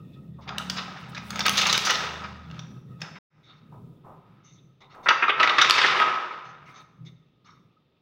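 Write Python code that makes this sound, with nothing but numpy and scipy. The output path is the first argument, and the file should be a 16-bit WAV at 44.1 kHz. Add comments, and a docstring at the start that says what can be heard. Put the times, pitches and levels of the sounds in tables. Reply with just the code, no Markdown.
"""A gloved hand flexes clear polyester sheets in a bare, echoing room with traffic outside.
First an engine slows down over a droning rumble while a thin sheet crinkles in bright snaps of filtered
grains; after a brief silence the room fades back in, with the rumble but no engine. Fingers brush and slip
softly, then a thick sheet buckles in loud, duller cracks. Faint slips of the glove end the scene."""
import sys
import numpy as np
from scipy import signal
from scipy.fft import rfft, irfft
from scipy.io import wavfile

SR = 44100
rng = np.random.default_rng(int(sys.argv[2]) if len(sys.argv) > 2 else 0)


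def dump_mix(stems):
    """Bounce the given channels to the path in sys.argv[1] as a 16-bit WAV at rate SR."""
    frames = np.atleast_2d(stems).T  # one column per channel
    limited = np.clip(frames, -1, 1)  # hard clip at full scale
    pcm = np.round(limited * 32767).astype(np.int16)
    wavfile.write(sys.argv[1], SR, pcm)


N = 353241
TIME = np.arange(N) / SR

# silence between the thin and the thick sheet: start/s, end/s
GAP_S = (3.187, 3.3)
# colour of the thin sheet: f/Hz, density/(dB per Hz)
THIN_COLOUR = [(150, -48.5), (280, -18), (540, -12), (1100, -11), (1300, -9.5), (1790, -10), (2700, -8),
               (3830, -7), (6500, -11), (8300, -18.5), (10800, -31), (13500, -36), (15500, -23)]
# colour of the thick sheet: f/Hz, density/(dB per Hz)
THICK_COLOUR = [(40, -57.5), (120, -32), (190, -24.5), (375, -13), (520, -14.5), (860, -13), (1240, -6),
                (1620, -9.5), (2440, -7.5), (3600, -13.5), (5900, -23.5), (8000, -39.5), (9800, -50.5),
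                (15500, -61)]
# colour of the finest grains: f/Hz, density/(dB per Hz)
SIZZLE_COLOUR = [(5000, -31.5), (7500, 2), (10500, 1), (13500, -7), (15500, -0.5)]
# low modes of the room: f/Hz, width/Hz, level/dB
ROOM_MODES = [(126, 14, -1), (162, 12, 0), (183, 12, -3), (201, 12, 1), (245, 50, -14)]


def from_db(db):
    """Decibels to gain."""
    return 10 ** (np.asarray(db) / 20)


def rms_one(x):
    """Scale to unit power."""
    return x / np.sqrt(np.mean(x ** 2) + 1e-20)


def in_time(rows):
    """Each column of a curve at every sample."""
    s, *columns = np.transpose(rows)
    return [np.interp(TIME, s, column) for column in columns]


def at_hz(points, hz):
    """Read a table on a log-frequency axis."""
    f, value = np.transpose(points)
    return np.interp(np.log(np.maximum(hz, 1)), np.log(f), value)


def butter(x, hz, kind, order=2):
    """Butterworth filter."""
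    return signal.sosfilt(signal.butter(order, hz, kind, fs=SR, output="sos"), x)


def resonate(x, modes):
    """Sum of parallel resonances (f/Hz, width/Hz, level/dB)."""
    return sum(from_db(db) * signal.lfilter(*signal.iirpeak(hz, hz / width, fs=SR), x)
               for hz, width, db in modes)


def drift(per_s, size=N):
    """Random wander of unit power, with per_s new targets a second."""
    knots = rng.standard_normal(4096)
    return rms_one(np.interp(TIME[:size] * per_s, np.arange(len(knots)), knots))


def colour(x, spectrum, tilt_db=0, hinge_hz=1500, top_hz=7500, size=4096):
    """Causal minimum-phase filter; between hinge and top the spectrum tilts by tilt_db per kHz."""
    hz = np.arange(size // 2 + 1) * SR / size
    tilt = tilt_db * (np.clip(hz, hinge_hz, top_hz) - hinge_hz) / 1000
    cepstrum = irfft(np.log(from_db(at_hz(spectrum, hz) + tilt)))
    # folding the cepstrum onto positive time gives minimum phase
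    cepstrum[1:size // 2] *= 2
    cepstrum[size // 2 + 1:] = 0
    impulse_response = irfft(np.exp(rfft(cepstrum)))
    return signal.fftconvolve(x, impulse_response)[:len(x)]


def add(track, s, sound):
    """Mix a sound in at time s."""
    start = max(round(s * SR), 0)
    track[start:start + len(sound)] += sound[:N - start]


def swell(s, rise, fall):
    """A bell-shaped rise to 1 at time s, then an exponential fall."""
    steepness = np.where(TIME < s, ((TIME - s) / rise) ** 2, (TIME - s) / fall)
    return np.exp(-np.minimum(steepness, 30))


def late_swell(t, peak_s):
    """A rise to 1 at peak_s, then a slower decay."""
    return t / peak_s * np.exp(1 - t / peak_s)


def grains(per_s, spread_db, size):
    """Tiny creases give way at random times, with random strength and sign."""
    strength = from_db(spread_db * np.minimum(rng.exponential(1, size), 3))
    sign = rng.choice([-1, 1], size)
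    return strength * sign * (rng.random(size) < per_s / SR)


def background(hiss_db=-69.0, early_whine_db=-68.0, late_whine_db=-82.5, waver_db=7.0):
    """Coloured room hiss with a faint whine: wavering noise bands, stronger before the gap."""
    # colour of the quiet room: f/Hz, density/(dB per Hz)
    hiss_colour = [(18, -54.5), (30, -17.5), (123, -1.5), (520, -11), (760, -19), (1260, -21), (1680, -27),
                   (3590, -22.5), (6890, -46.5), (9000, -52.5), (15500, -46.5)]
    # bands of the whine: f/Hz, width/Hz, level/dB
    whine_modes = [(1270, 47, 3.5), (1860, 70, -4), (2570, 160, -4.5), (3470, 180, -7.5)]
    hiss = rms_one(colour(rng.standard_normal(N), hiss_colour))
    air = rng.standard_normal(N)
    whine = sum(resonate(air, [mode]) * from_db(waver_db * drift(35)) for mode in whine_modes)
    whine_db = np.where(TIME < GAP_S[0], early_whine_db, late_whine_db)
    return from_db(hiss_db) * hiss + from_db(whine_db) * butter(rms_one(whine), 4500, "low")


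def rumble(early_db=-48.5, late_trim_db=-0.5, lumps_db=4.0):
    """Uneven low noise: steady on average before the gap, then rising and sinking."""
    # colour of the rumble: f/Hz, density/(dB per Hz)
    rumble_colour = [(30, -27), (65, -17), (95, -9.5), (125, 1.5), (143, 1), (165, -0.5), (215, -9),
                     (280, -12.5), (420, -18), (650, -30), (2000, -56.5)]
    # rise and fall after the gap, before the trim: t/s, level/dB
    late_levels = [(3.32, -56.5), (3.94, -47), (4.02, -54), (4.7, -60.5), (5.6, -54.5), (6.06, -52.5),
                   (6.25, -62), (7.1, -53.5), (7.35, -70.5), (7.54, -55.5), (8.0, -84.5)]
    average_db = np.where(TIME < GAP_S[0], early_db, in_time(late_levels)[0] + late_trim_db)
    level_db = average_db + lumps_db * np.tanh(drift(12))
    return from_db(level_db) * rms_one(colour(rng.standard_normal(N), rumble_colour))


def drone(drone_hz=77, drone_waver=0.011, trim_db=1.0):
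    """A deep sine outside, slightly unsteady in pitch, comes in swells."""
    # swells, before the trim: t/s, level/dB, half length/s
    swells = [(0.15, -66, 0.077), (0.548, -54.5, 0.28), (1.5, -53.5, 0.32), (2.3, -49.5, .26)]
    pitch = drone_hz * (1 + drone_waver * drift(1.4))
    tone = np.sqrt(2) * np.sin(2 * np.pi * np.cumsum(pitch) / SR)
    return tone * sum(from_db(db + trim_db) / (1 + np.abs((TIME - s) / half) ** 6)
                      for s, db, half in swells)


def engine(waver=0.0032, lumps_db=1.5):
    """Harmonics of a slowing engine swell as they slide through the room's low modes."""
    # engine outside: t/s, rate/(cycles per s), level/dB
    speed_curve = [(0, 37.3, -49), (.45, 31.5, -49.5), (.7, 37.2, -34), (1, 37, -48.5), (1.2, 29.7, -41.5),
                   (1.55, 28.3, -39.5), (1.9, 28.8, -47), (2.55, 22.8, -48.5), (3.2, 23.2, -56)]
    rate, level_db = in_time(speed_curve)
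    turn = 2 * np.pi * np.cumsum(rate * (1 + waver * drift(18))) / SR
    harmonics = np.zeros(N)
    for k in range(4, 12):
        response = sum(from_db(db) / np.hypot(1, 2 * (k * rate - hz) / width) ** 2
                       for hz, width, db in ROOM_MODES)
        harmonics += response * np.sin(k * turn + rng.uniform(0, 2 * np.pi))
    return from_db(level_db + lumps_db * drift(28)) * harmonics


def traffic():
    """Engine and drone sound before the gap only, over the rumble."""
    return (TIME < GAP_S[0]) * (engine() + drone()) + rumble()


def glove_brushes(size=16384):
    """Soft fingertips brush the sheet: dull noise in short swells."""
    # brushes: t/s, level/dB, time to peak/s
    strokes = [(0.382, -50.5, 0.015), (3.715, -51, 0.024), (4.037, -48.5, 0.047), (4.53, -74, .02),
               (4.804, -56, 0.027), (4.937, -49, 0.068)]
    # colour of a brush: f/Hz, density/(dB per Hz)
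    brush_colour = [(150, -1.5), (350, 1), (700, 5), (1050, 8), (1500, -13), (4000, -37.5)]
    out, t = np.zeros(N), np.arange(size) / SR
    for s, db, peak_s in strokes:
        noise = rms_one(colour(rng.standard_normal(size), brush_colour))
        add(out, s, from_db(db) * late_swell(t, peak_s) * noise)
    return out


def glove_slips(edge_s=0.015, top_hz=6800, grip_spread_db=4.0, flicker_db=4.0, flicker_per_s=45,
                size=16384):
    """The glove slips in tiny jerks that excite faint squeaking resonances."""
    # slips: t/s, level/dB, length/s
    slips = [(0.406, -52.5, 0.048), (3.427, -59, 0.13), (4.433, -58, .13), (4.803, -51, 0.038),
             (4.895, -56, 0.07), (5.029, -47.5, 0.058), (6.438, -53.5, 0.056), (6.654, -52, 0.067),
             (6.737, -49.5, 0.073), (7.047, -52.5, 0.045), (7.442, -54.5, 0.096)]
    # average squeak resonances: f/Hz, width/Hz, level/dB
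    squeak_modes = [(1190, 380, 2.5), (2150, 400, 2), (2800, 500, -2.5), (3650, 540, 0.5), (4260, 260, -2),
                    (5030, 400, -8), (5580, 340, -6), (6130, 550, -4)]
    out, t = np.zeros(N), np.arange(size) / SR
    for s, db, length in slips:
        stroke = (1 - np.exp(-t / edge_s)) * np.exp(-(t / length) ** 2)
        jerks, squeak = grains(3200, 0.98, size), 0
        # each grip favours other resonances, and they flicker as the finger moves
        for hz, width, mode_db in squeak_modes:
            grip_db = mode_db + grip_spread_db * rng.standard_normal()
            flickering_db = grip_db + flicker_db * drift(flicker_per_s, size=size)
            ring = resonate(jerks, [(hz, width, flickering_db)])
            squeak = squeak + resonate(ring, [(hz, width, 0)])
        add(out, s, from_db(db) * stroke * rms_one(butter(squeak, top_hz, "low", order=6)))
    return out


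def glove_bumps(size=16384):
    """Soft bumps of the hand boom as sines at the first two room modes."""
    # bumps: t/s, level/dB, time to peak/s
    bumps = [(0.27, -36, 0.033), (1.03, -33, 0.01), (2.45, -35.5, 0.091), (2.56, -42, 0.057),
             (2.89, -33, 0.021), (2.98, -37, 0.026), (3.82, -42, 0.044), (4.13, -46, .025), (4.5, -48, .04),
             (5.07, -44, .015), (6.44, -49, .04), (6.987, -35.5, 0.045)]
    out, t = np.zeros(N), np.arange(size) / SR
    boom = sum(np.sin(2 * np.pi * hz * t) * from_db(db) for hz, width, db in ROOM_MODES[:2])
    for s, db, peak_s in bumps:
        add(out, s, from_db(db) * late_swell(t, peak_s) * boom / 2)
    return out


def fine_sizzle(per_s=4000, spread_db=2.5):
    """A high haze of the finest grains, in short swells."""
    # swells: t/s, level/dB, length/s
    swells = [(0.616, -73, 0.037), (1.014, -67.5, .025), (1.102, -59, 0.013), (1.289, -59.5, 0.055),
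              (4.957, -73, 0.011), (5.058, -72.5, .025), (5.426, -67.5, .025), (6.013, -57.5, .035),
              (6.71, -74.5, .04), (6.82, -75.5, 0.024)]
    haze = rms_one(colour(grains(per_s, spread_db, N), SIZZLE_COLOUR))
    return haze * sum(from_db(db) * swell(s, length, length / 2) for s, db, length in swells)


def pings(per_s, spread_db, cycles=9, count=9):
    """Tiny facets flip one by one, each ringing briefly at one of a few pitches."""
    flips, dealt = grains(per_s, spread_db, N), rng.integers(0, count, N)
    out = np.zeros(N)
    for k, hz in enumerate(np.geomspace(800, 6000, count)):
        own_flips = flips * (dealt == k) + 1e-18   # the offset keeps the filter from stalling
        out += resonate(own_flips, [(hz, hz / cycles, 0)]) / np.sqrt(hz)
    return rms_one(out)


def rustle(flexes, spectrum, per_s, spread_db, flutter_db, body_db, treble_db, tilt_db,
           pings_per_s, ping_db, ping_spread_db):
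    """Small creases, pings and sliding friction swell per flex, each with its own treble balance."""
    creases = rms_one(grains(per_s, spread_db, N)) * from_db(flutter_db * drift(70))
    friction = rng.standard_normal(N) / np.sqrt(2)
    facets = from_db(ping_db) * pings(pings_per_s, ping_spread_db)
    film = colour(creases + friction + facets, spectrum, tilt_db)
    body = from_db(body_db) * rms_one(butter(film, 1500, "low", order=3))
    treble = from_db(treble_db) * rms_one(butter(film, 2500, "high", order=3))
    return sum(from_db(db) * swell(s, rise, fall) * (body + from_db(bright_db) * treble)
               for s, db, bright_db, rise, fall in flexes)


def crease(s, treble_db, decay, force, tilt_per_db=0.28, sizzle_follows=2.1, sizzle_per_halving_db=5,
           usual_decay_s=0.0031, facet_width_hz=260, facet_db=5.5, edge_hz=6800):
    """A force rings the facets beside a fold; tighter, quicker folds are brighter and sizzle more."""
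    if s < GAP_S[0]:
        spectrum, usual_db, sizzle_db, top_hz = THIN_COLOUR, 0.0, -23, 17000
    else:
        spectrum, usual_db, sizzle_db, top_hz = THICK_COLOUR, -7.0, -52, 11500
    tight_db = treble_db - usual_db
    sizzle_db += sizzle_follows * tight_db + sizzle_per_halving_db * np.log2(usual_decay_s / decay)
    facet_hz = np.exp(rng.uniform(np.log(900), np.log(6500), size=4))
    facets = [(hz, facet_width_hz, facet_db) for hz in facet_hz]
    ring = colour(force + resonate(force, facets), spectrum, tilt_per_db * tight_db)
    ring = rms_one(butter(ring, edge_hz, "low", order=10))
    sizzle = rms_one(butter(colour(force, SIZZLE_COLOUR), top_hz, "low", order=4))
    # the ring gets unit power over its decay time; the sizzle adds to it
    return (ring + from_db(sizzle_db) * sizzle) * np.sqrt(decay * SR / len(force))


def snaps(trim_db=0.5, rise_s=0.0004, per_s=12000, spread_db=2.5, shortest_s=0.001, size=8192):
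    """A crease flips: a quick avalanche of grains that dies away."""
    # snaps, before the trim: t/s, level/dB, treble re body/dB, decay/s (raised to shortest_s)
    flips = [(0.49, -30, -8, .003), (0.582, -21.5, 1.5, 0.0018), (0.698, -23, 2, 0.0034),
             (1.147, -38, -1.5, 0.009), (1.178, -37, -2.5, 0.0038), (1.305, -29.5, 4.5, 0.0026),
             (1.358, -27.5, -1, 0.0024), (1.392, -23, 1.5, 0.0033), (1.405, -23, -3.5, 0.0055),
             (1.464, -17, 4, 0.0015), (1.481, -17.5, -5.5, 0.0042), (1.494, -14.5, 3, 0.0011),
             (1.575, -29, 6, .004), (1.616, -19.5, 0, 0.0011), (1.668, -23.5, 5, 0.0056),
             (1.727, -16.5, 3.5, 0.0049), (1.777, -16.5, 2.5, 0.0021), (1.906, -25.5, 5, 0.0023),
             (2.512, -41.5, -5.5, 0.0017), (2.592, -38, -3.5, .004), (3.005, -52, 1.5, .006),
             (3.016, -31, -1.5, .005), (4.946, -56, -10.5, .003), (5.086, -12, -8, 0.0075),
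             (5.429, -14, -4, 0.012), (5.474, -17, -8, 0.004), (5.583, -13.5, -5, 0.012),
             (5.614, -14, 2, 0.01), (5.6975, -9, 5.5, .0014), (5.708, -4.5, 0, 0.00086),
             (5.815, -17.5, 0, 0.0047), (5.862, -20, -1, 0.0044), (5.999, -17.5, -10, .005)]
    out, t = np.zeros(N), np.arange(size) / SR
    for s, db, treble_db, decay in flips:
        decay = max(decay, shortest_s)
        avalanche = (1 - np.exp(-t / rise_s)) * np.exp(-t / decay)
        force = grains(per_s, spread_db, size) * avalanche
        add(out, s, from_db(db + trim_db) * crease(s, treble_db, decay, force))
    return out


def buckles(trim_db=-2.0, thin_roll_s=0.009, thick_roll_s=0.0057, per_s=5000, spread_db=2.0, size=8192):
    """A bulge rolls over: grains swell as the fold travels, faster in the stiff sheet, then die."""
    # buckles, before the trim: t/s, level/dB, treble re body/dB
    bulges = [(0.475, -36, -13.5), (0.763, -29.5, -3.5), (0.778, -26, -16), (0.96, -38.5, -12),
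              (1.161, -31.5, -9.5), (1.452, -16, -2.5), (1.487, -29.5, -15), (1.57, -16, 4),
              (1.585, -31, -15), (1.657, -19, -5), (1.689, -18, 2), (1.738, -17.5, -5.5), (1.848, -21, 6),
              (1.864, -19.5, 0), (1.893, -15, -4.5), (1.94, -24, -5), (2.235, -32, -14), (3.031, -40, -23),
              (3.153, -41, -13), (5.058, -18, -36), (5.067, -20.5, -36.5), (5.102, -10, -26.5),
              (5.222, -11.5, -27.5), (5.235, -16.5, -36), (5.279, -14, -20.5), (5.293, -13, -23),
              (5.397, -11, -14), (5.44, -21.5, -13), (5.491, -15, -7), (5.609, -10.5, -6.5),
              (5.642, -15.5, -1), (5.779, -12.5, -5), (5.84, -10.5, -22), (5.879, -18, -5.5),
              (6.012, -15.5, -24.5), (6.077, -23, -31)]
    out, t = np.zeros(N), np.arange(size) / SR
    for s, db, treble_db in bulges:
        roll = thin_roll_s if s < GAP_S[0] else thick_roll_s
        force = grains(per_s, spread_db, size) * t / roll * np.exp(-t / roll)
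        add(out, s, from_db(db + trim_db) * crease(s, treble_db, roll, force))
    return out


def cracks():
    """Snaps and buckles of both sheets, without the deepest bass."""
    return butter(snaps() + buckles(), 84, "high")


def room(x, build_s=0.0025, ring_hz=1260, ring_width_hz=90, ring_db=-6.0, ring_t60_s=1.2, size=49152):
    """Diffuse echo: noise bands build up quickly and die at their own rates; a narrow band rings on."""
    # decay of the echo: f/Hz, t60/s
    decay_times = [(150, 0.23), (500, 1), (1300, 0.95), (3500, 0.47), (7000, .7), (15000, 0.53)]
    t, echo = np.arange(size) / SR, np.zeros(size)
    edges = np.geomspace(100, 16000, 9)
    for low, high in zip(edges, edges[1:]):
        t60 = at_hz(decay_times, np.sqrt(low * high))
        echo += butter(rng.standard_normal(size), [low, high], "band") * from_db(-60 * t / t60)
    ring = resonate(rng.standard_normal(size), [(ring_hz, ring_width_hz, ring_db)])
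    echo += ring * from_db(-60 * t / ring_t60_s)
    echo *= 1 - np.exp(-t / build_s)
    return signal.fftconvolve(x, echo / np.sqrt(np.sum(echo ** 2)))[:N]


def scene(crack_echo_db=-7.0, rustle_echo_db=-11.5):
    """Both sheets and the glove, dry and echoing in the room, with traffic behind."""
    # flexes of the hand: peak t/s, level/dB, treble re body/dB, rise/s, fall/s
    flexes = [(0.52, -44.5, -17, .05, .12), (0.62, -49, 2.5, 0.038, 0.025), (0.79, -47.5, 1.5, 0.1, 0.36),
              (1.42, -42.5, 2.5, .09, .1), (1.62, -38.5, 16.5, .07, .12), (1.92, -37.5, 6.5, .1, 0.085),
              (2.031, -39, -2, 0.04, .15), (2.58, -55.5, 0, .07, .06), (3.05, -51, -5, .04, .1),
              (3.51, -60.5, -0.5, .05, .12), (4.4, -68, 0, .3, .1), (4.95, -54, -13, .04, .1),
              (5.43, -25, -7.5, 0.046, .18), (5.85, -31.5, 15.5, .22, .13), (6.02, -25, -10, .1, .17),
              (6.46, -73, -13.5, .04, .07), (6.69, -64, -2.5, 0.016, 0.04), (6.8, -53, -16.5, 0.058, 0.028)]
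    thin = rustle([f for f in flexes if f[0] < GAP_S[0]], THIN_COLOUR, per_s=730, spread_db=0.5,
                  flutter_db=1.0, body_db=2.0, treble_db=-3.5, tilt_db=-3.5,
                  pings_per_s=390, ping_db=-8.0, ping_spread_db=5.5)
    thick = rustle([f for f in flexes if f[0] > GAP_S[0]], THICK_COLOUR, per_s=1800, spread_db=-0.5,
                   flutter_db=1.5, body_db=-2.0, treble_db=-9.5, tilt_db=-1.0,
                   pings_per_s=1000, ping_db=-7.0, ping_spread_db=1.5)
    glove = glove_brushes() + glove_slips() + glove_bumps()
    soft = thin + thick + fine_sizzle() + glove
    sharp = cracks()
    echo = room(from_db(crack_echo_db) * sharp + from_db(rustle_echo_db) * soft)
    return (background() + traffic() + soft + sharp + echo)[None]


def record(dry, fade_s=0.11, cutoff_hz=15800):
    """Fixed peaks colour everything; all cuts to silence and fades back in; soft clipping, steep low-pass."""
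    # fixed peaks that colour the whole sound: f/Hz, width/Hz, gain at the centre/dB
    fixed_peaks = [(374, 18, 2), (467, 10, 1), (1115, 140, -1), (1263, 75, 7), (1560, 45, 1),
                   (1852.5, 14, 1.5), (2288, 60, 1), (2680, 190, 2), (3666, 190, 4.5), (4985, 140, 4),
                   (5470, 130, 3.5), (6484, 700, 0.5), (15400, 720, 6)]
    x = dry
    for hz, width, db in fixed_peaks:
        x = x + (from_db(db) - 1) * resonate(x, [(hz, width, 0)])
    fade_in = np.clip((TIME - GAP_S[1]) / fade_s, 0, 1)
    x = x * np.where(TIME < GAP_S[0], 1, fade_in)
    low_pass = signal.ellip(10, .2, 80, cutoff_hz, fs=SR, output="sos")
    return signal.sosfilt(low_pass, np.tanh(x))


dry = scene()
out = record(dry)
dump_mix(out)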